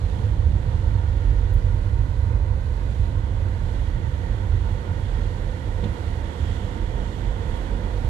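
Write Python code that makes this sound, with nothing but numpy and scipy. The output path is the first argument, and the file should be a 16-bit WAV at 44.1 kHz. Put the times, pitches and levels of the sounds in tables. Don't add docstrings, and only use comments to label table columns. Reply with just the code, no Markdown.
import sys
import numpy as np
from scipy import signal
from scipy.fft import rfft, irfft, next_fast_len
from scipy.io import wavfile
from scipy.ndimage import uniform_filter1d, map_coordinates

SR = 44100
rng = np.random.default_rng(int(sys.argv[2]) if len(sys.argv) > 2 else 0)


def int16_out(signal):
    q = np.round(np.clip(np.atleast_2d(signal).T, -1, 1) * 32767)
    wavfile.write(sys.argv[1], SR, q.astype(np.int16))


N = 356769


# frequency in Hz, relative level in dB.
BOOM_SPECTRUM = [(5, -60.5), (14, -29), (22, -6), (29, -11), (35, 10), (44, 10.5), (50, 0.5), (59, -8),
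                 (90, -57), (200, -120)]
# frequency in Hz, relative level in dB.
TYRE_SPECTRUM = [(15, -120), (44, -36), (58, -1.5), (69, 1.5), (84, -4), (98, 1.5), (113, -8.5),
                 (127, -10.5), (142, -21.5), (200, -27.5), (300, -42.5), (900, -120)]

def road_and_engine(low_cut_hz=19):
    boom_db, tyre_db = ride()
    lumps_db = 1.6 * wobble(13)
    boom = amp(boom_db + lumps_db + 3.0) * shaking(BOOM_SPECTRUM, even_s=0.14)
    body = engine() + jolts() + boom
    body += amp(tyre_db + 4.5) * shaking(TYRE_SPECTRUM, even_s=0.083)
    return filtered(body, lambda hz: 1 / np.sqrt(1 + (low_cut_hz / (hz + 1)) ** 8))


def shaking(spectrum, even_s):
    vibration = rush(spectrum)
    power = uniform_filter1d(vibration[1] ** 2, max(int(even_s * SR), 1))
    return unit(vibration / np.sqrt(np.abs(power) + 0.074))


# time in seconds, relative level in dB.
BOOM_TREND = [(0, -28.5), (1.7, -27.5), (2.5, -32), (3.8, -31.5), (5.2, -29), (6.1, -34.5), (7.6, -30)]
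# time in seconds, relative level in dB.
TYRE_TREND = [(0, -25.5), (2.3, -25.5), (5.2, -28.5), (8.09, -32.5)]
# centre in seconds, boom lift in dB, rumble lift in dB.
BUMPS = [(0.51, 0, 6), (1.26, 5, 2), (1.56, 5.5, 2.5), (1.96, 7, 3.5), (2.39, 7, -0.5), (3.46, 2, 1.5),
         (3.94, 8.5, 1), (4.55, 5, 5), (5.88, 3, 2), (6.53, 2.5, 2.5), (7.3, 5, 0.5), (7.52, 6, 1)]
# centre in seconds, boom change in dB, rumble change in dB.
LULLS = [(0.19, -10, 0), (1.03, -10, 0), (2.78, 3.5, -6), (4.09, -7, 1.5), (4.84, -9, -3), (5.43, -2, -4),
         (5.6, -9, -3), (5.98, -4, -3.5), (6.35, -11, -8), (6.75, -8, -1.5), (7.15, -7, -1), (7.42, -9, 0),
         (7.62, 0, -4)]

def ride():
    trend = np.array(curves(BOOM_TREND) + curves(TYRE_TREND))
    rises = sum(np.outer(rise_db, bump(s)) for s, *rise_db in BUMPS)
    drops = sum(np.outer(drop_db, lull(s)) for s, *drop_db in LULLS)
    return trend + rises + drops


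def bump(s):
    return swell(s, attack_s=0.08, hold_s=0.047, release_s=0.084)


def lull(s):
    return swell(s, attack_s=0.035, hold_s=0.077, release_s=0.035)


# time in seconds, crankshaft rate in Hz, throb and drone in relative dB.
ENGINE_REVS = [(0, 24.8, -29, -29), (0.5, 25.5, -34, -26), (1.25, 24.1, -22.5, -27.5),
               (1.75, 23.7, -28.5, -31.5), (2.3, 25.7, -29, -25.5), (2.65, 23, -28.5, -30),
               (3.05, 21.9, -35.5, -32), (3.9, 22, -35, -39), (4.55, 22.8, -28, -33),
               (5.15, 21, -32, -34.5), (5.8, 19.5, -34, -41), (6.6, 19, -41, -33), (6.95, 21, -24.5, -44),
               (7.15, 25.2, -33.5, -45), (7.6, 23.5, -29.5, -42), (8.09, 26, -32.5, -38)]
# multiple of the crankshaft rate, relative level in dB.
DRONE_ORDERS = [(3, -7.5), (4, -1.5), (6, -18.5)]

def engine():
    crank_hz, throb_db, drone_db = curves(ENGINE_REVS)
    phase = 2 * np.pi * np.cumsum(crank_hz * (1 + 0.01 * wobble(9))) / SR
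    lulls_db = sum(drop_db * lull(s) for s, drop_db, _ in LULLS)
    throb = amp(throb_db + lulls_db + 1.4 * wobble(9)) * np.sin(2 * phase)
    drone = sum(amp(drone_db + db + 2.43 * wobble(7)) * np.sin(order * phase)
                for order, db in DRONE_ORDERS)
    return 2 * (throb + drone)


# start in seconds, level in dB.
RUTS = [(2.995, -12), (5.245, -17), (6.402, -17), (8.045, -13)]
# frequency in Hz, relative level in dB, 60 dB decay in seconds.
CABIN_MODES = [(45, -5, 0.38), (76.8, 4.5, 0.2), (99, 1, 0.13)]

def jolts(attack_s=0.0062):
    out = np.zeros(N + SR)
    t = np.arange(SR // 2) / SR
    for s, jolt_db in RUTS:
        ring = sum(ringing(t, hz, db + rng.normal(0, 1), t60) for hz, db, t60 in CABIN_MODES)
        out[round(s * SR):][:len(t)] += amp(jolt_db) * ring * (1 - np.exp(-t / attack_s))
    return out[:N]


# time in seconds, duct level in dB.
DUCT_LEVEL = [(0, -35), (3.2, -35), (5.8, -33.5), (8.09, -32.5)]
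# frequency in Hz, relative level in dB.
DUCT_SPECTRUM = [(20, -62), (150, 2.5), (270, -1.5), (400, -8), (800, -11), (1150, -16.5), (1900, -16),
                 (2400, -25), (4000, -65), (9000, -120)]
# centre in Hz, width in Hz, boost in dB.
DUCT_MODES = [(333.3, 30, 5), (498, 70, 6), (730, 35, 4.5), (905, 65, 6), (960, 70, 4.5), (1140, 45, 3),
              (1430, 70, 2.5), (1530, 70, 2.5)]
# frequency in Hz, relative level in dB.
OUTLET_SPECTRUM = [(200, -54), (1200, -18), (2200, 0.5), (2560, 0), (2850, 0), (4200, 0), (5000, -7.5),
                   (7500, -9), (8100, -12.5), (10100, -12), (10900, -21.5), (11900, -13), (14000, -46)]
# time in seconds, level in dB.
SIDE_VENT_LEVEL = [(0, -68), (1, -56.5), (1.8, -56), (2.15, -65), (3.5, -61), (3.9, -52), (7.5, -49.5),
                   (8.09, -56)]
# frequency in Hz, relative level in dB.
SIDE_VENT_SPECTRUM = [(600, -65), (1250, -12), (1420, 1.5), (1620, -12.5), (1810, 4.5), (1940, 8),
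                      (2070, 7.5), (2250, -9.5), (7500, -25.5), (14000, -64)]

def vents(fan_hz=180, fan_db=-43, mean_hiss_db=-50.5):
    duct_db, = curves(DUCT_LEVEL)
    hiss_db = mean_hiss_db + 1.26 * (duct_db - duct_db.mean())
    duct = amp(duct_db + 0.53 * wobble(9)) * rush(DUCT_SPECTRUM, DUCT_MODES)
    hiss = amp(hiss_db + 0.85 * wobble(5.3)) * rush(OUTLET_SPECTRUM)
    side = amp(curves(SIDE_VENT_LEVEL)[0] + 0.65 * wobble(13)) * rush(SIDE_VENT_SPECTRUM)
    hum_level = amp(fan_db + 2.4 * wobble(4.9))
    hum_phase = 2 * np.pi * np.cumsum(fan_hz * (1 + 0.0072 * wobble(5.3))) / SR
    return duct + hiss + side + hum_level * np.sin(hum_phase)


# time in seconds, level in dB.
ROAR_LEVEL = [(0, -45.5), (3, -60), (5.5, -45.5), (7, -39.5), (8.09, -39.5)]
# frequency in Hz, relative level in dB.
ROAR_SPECTRUM = [(110, -35), (160, -7.5), (215, 5), (350, -15), (475, 6.5), (590, -17), (725, -3.5),
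                 (780, -8.5), (940, -7.5), (1100, -15), (8000, -72)]
# centre in seconds, level in dB.
SCUFFS = [(0.2, -40), (2.33, -41), (7.7, -51)]
# time in seconds, level in dB.
SWISH_LEVEL = [(0, -56), (1.1, -55), (2.4, -65), (3, -57.5), (4.8, -52.5), (6.0, -55), (6.55, -47),
               (6.83, -51), (7.0, -50), (7.45, -50), (8.09, -55)]
# frequency in Hz, relative level in dB.
SWISH_SPECTRUM = [(1500, -45), (2570, -12), (2830, -1.5), (3330, 2.5), (3650, -1.5), (3900, -18),
                  (7500, -14.5), (14000, -51)]

def grass():
    roar_level = amp(curves(ROAR_LEVEL)[0]) + sum(amp(db) * bump(s) for s, db in SCUFFS)
    swish = amp(curves(SWISH_LEVEL)[0] + 0.95 * wobble(7.4)) * rush(SWISH_SPECTRUM)
    roar = roar_level * amp(0.98 * wobble(14)) * rush(ROAR_SPECTRUM)
    return roar + swish


# start in seconds, thud level in dB, click level in dB, click pitch in Hz.
TOUCHES = [(1.5345, -59, -45, 12000), (5.788, -27, -32, 500), (5.826, -25, -40, 560),
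           (5.8367, -21.5, -30, 700), (5.838, -45, -32, 2940), (5.839, -45, -45.5, 6300),
           (5.855, -21.5, -29, 480), (5.864, -25, -42, 2800)]
# frequency in Hz, relative level in dB, 60 dB decay in seconds.
CASE_MODES = [(121, -1, 0.17), (163.4, 0.5, 0.14), (197, -1, 0.19), (409, -8.5, 0.087), (490, -3, 0.064),
              (917, -9, 0.048)]
# frequency in Hz, relative level in dB, 60 dB decay in seconds.
SHELL_MODES = [(1290, -6, 0.07), (2700, -11, 0.07), (3060, -11, 0.07), (3560, -4, 0.06)]

def handling(click_t60=0.055, click_octaves=0.5, attack_s=0.003):
    out = np.zeros((2, N + SR))
    t = np.arange(SR // 4) / SR
    hz = np.fft.rfftfreq(len(t), 1 / SR)
    thud = sum(ringing(t, *mode) for mode in CASE_MODES)
    for s, thud_db, click_db, click_hz in TOUCHES:
        band = lambda f: np.exp(-(np.log2((f + 1) / click_hz) / click_octaves) ** 2)
        scratch = irfft(rfft(rng.standard_normal((2, len(t)))) * band(hz), len(t))
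        click = amp(-60 * t / click_t60) * unit(scratch)
        ring = sum(band(f) * ringing(t, f, db, t60) for f, db, t60 in SHELL_MODES)
        touch = amp(thud_db) * thud + amp(click_db) * (click + ring)
        out[:, round(s * SR):][:, :len(t)] += touch * (1 - np.exp(-t / attack_s))
    return out[:, :N]


# time in seconds, level in dB.
CRUNCH_LEVEL = [(0, -51.5), (3.6, -62), (5, -61), (8.09, -68)]
# frequency in Hz, relative level in dB.
CRUNCH_SPECTRUM = [(60, -50), (300, -10), (1000, 9), (2500, -11), (3500, -12), (4350, -9), (5000, -17),
                   (6500, -23), (15000, -60)]

def gravel(typical_per_s=900, grain_t60=0.0079):
    hits = rng.random(N) < typical_per_s * amp(3 * wobble(8)) / SR
    sizes = amp(3 * np.minimum(rng.exponential(size=N), 3))
    impacts = hits * sizes * rng.standard_normal((2, N))
    t = np.arange(SR // 100) / SR
    scatter = rng.standard_normal((2, len(t))) * amp(-60 * t / grain_t60)
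    grains = signal.fftconvolve(impacts, scatter, axes=1)[:, :N]
    return amp(curves(CRUNCH_LEVEL)[0]) * at_ports(grains, lambda hz: along(CRUNCH_SPECTRUM, hz))


# time in seconds, delay in milliseconds, strength as a gain.
REFLECTION = [(0, 2.1, 0.078), (1.2, 2.16, 0.24), (2.1, 2, 0.3), (2.9, 1.99, 0.24), (3.5, 2, 0.1),
              (3.85, 2.12, 0.2), (5.6, 2.11, 0.21), (6.6, 2.12, 0.1)]

def windshield(x, dull_hz=4200):
    delay_ms, strength = curves(REFLECTION)
    now = np.arange(N)
    earlier = now - delay_ms * SR / 1000

    def bounce(sound):
        dulled = filtered(sound, lambda hz: 1 / (1 + (hz / dull_hz) ** 2))
        return strength * np.array([np.interp(earlier, now, channel) for channel in dulled])

    return (x + bounce(x + bounce(x))) / np.sqrt(1 + strength ** 2)


def cabin(x, t60=0.04, predelay_s=0.005, low_cut_hz=500):
    t = np.arange(SR // 10) / SR
    tail = rng.standard_normal((2, len(t))) * amp(-60 * t / t60) * (t > predelay_s)
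    wet = signal.fftconvolve(x, tail / np.linalg.norm(tail[1]), axes=1)[:, :N]
    return x + 0.12 * filtered(wet, lambda hz: hz / (hz + low_cut_hz))


# frequency in Hz, likeness from 0 to 1, lag of the left port in radians.
PORT_IMAGE = [(60, 1, .03), (111, 0.97, .06), (170, 0.9, .15), (280, 0.82, 0.72), (554, 0.85, 0.4),
              (693, 0.58, 1.9), (960, 0.49, 4.2), (1370, 0.9, 4.05), (2020, 0.36, 4), (2940, 1, 5.2),
              (4110, 0, 27.5), (6900, 0, 48)]

def at_ports(pair, colour_db):
    size = next_fast_len(N + SR // 2)
    hz = np.fft.rfftfreq(size, 1 / SR)
    left_only, right = rfft(pair, size) * amp(colour_db(hz))
    alike, lag = along(PORT_IMAGE, hz)
    alike = np.clip(alike, 0, 1)
    left = alike * np.exp(-1j * lag) * right + np.sqrt(1 - alike ** 2) * left_only
    return unit(irfft([left, right], size)[:, :N])


def rush(spectrum, modes=()):
    humps = lambda hz: sum(db / (1 + (2 * (hz - centre) / width) ** 2) for centre, width, db in modes)
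    return at_ports(rng.standard_normal((2, N)), lambda hz: along(spectrum, hz) + humps(hz))


def ringing(t, hz, db, t60):
    return amp(db - 60 * t / t60) * np.sin(2 * np.pi * hz * t)


def swell(s, attack_s, hold_s, release_s):
    start, end = s - hold_s / 2, s + hold_s / 2
    return np.interp(np.arange(N) / SR, [start - attack_s, start, end, end + release_s], [0, 1, 1, 0])


def wobble(rate):
    return map_coordinates(rng.standard_normal(int(N * rate / SR) + 4), [np.arange(N) * rate / SR])


def curves(rows):
    times, *columns = np.transpose(rows)
    return [np.interp(np.arange(N) / SR, times, column) for column in columns]


def along(rows, hz):
    knots_hz, *columns = np.transpose(rows)
    return np.squeeze([np.interp(np.log(hz + 1), np.log(knots_hz + 1), column) for column in columns])


def filtered(x, response):
    size = next_fast_len(N + SR // 2)
    return irfft(rfft(x, size) * response(np.fft.rfftfreq(size, 1 / SR)), size)[..., :N]


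def amp(db):
    return 10 ** (np.asarray(db) / 20)


def unit(x):
    return x / np.sqrt(np.mean(np.atleast_2d(x)[-1] ** 2) + 1e-20)


def scene():
    return road_and_engine() + grass() + cabin(windshield(vents() + gravel())) + handling()


# frequency in Hz, gain in dB.
LEFT_SHADE = [(60, -8), (200, -7.5), (370, -10), (670, -6.5), (950, -13.5), (1400, -12), (2200, -13),
              (4100, -13), (6000, -16.5), (7300, -30.5), (8200, -9), (10000, -20.5), (13000, -28)]

def record(dry, top_hz=14450):
    left = filtered(dry[0], lambda hz: amp(along(LEFT_SHADE, hz)))
    return filtered(np.array([left, dry[1]]), lambda hz: hz < top_hz)


dry = scene()
out = record(dry)
int16_out(out)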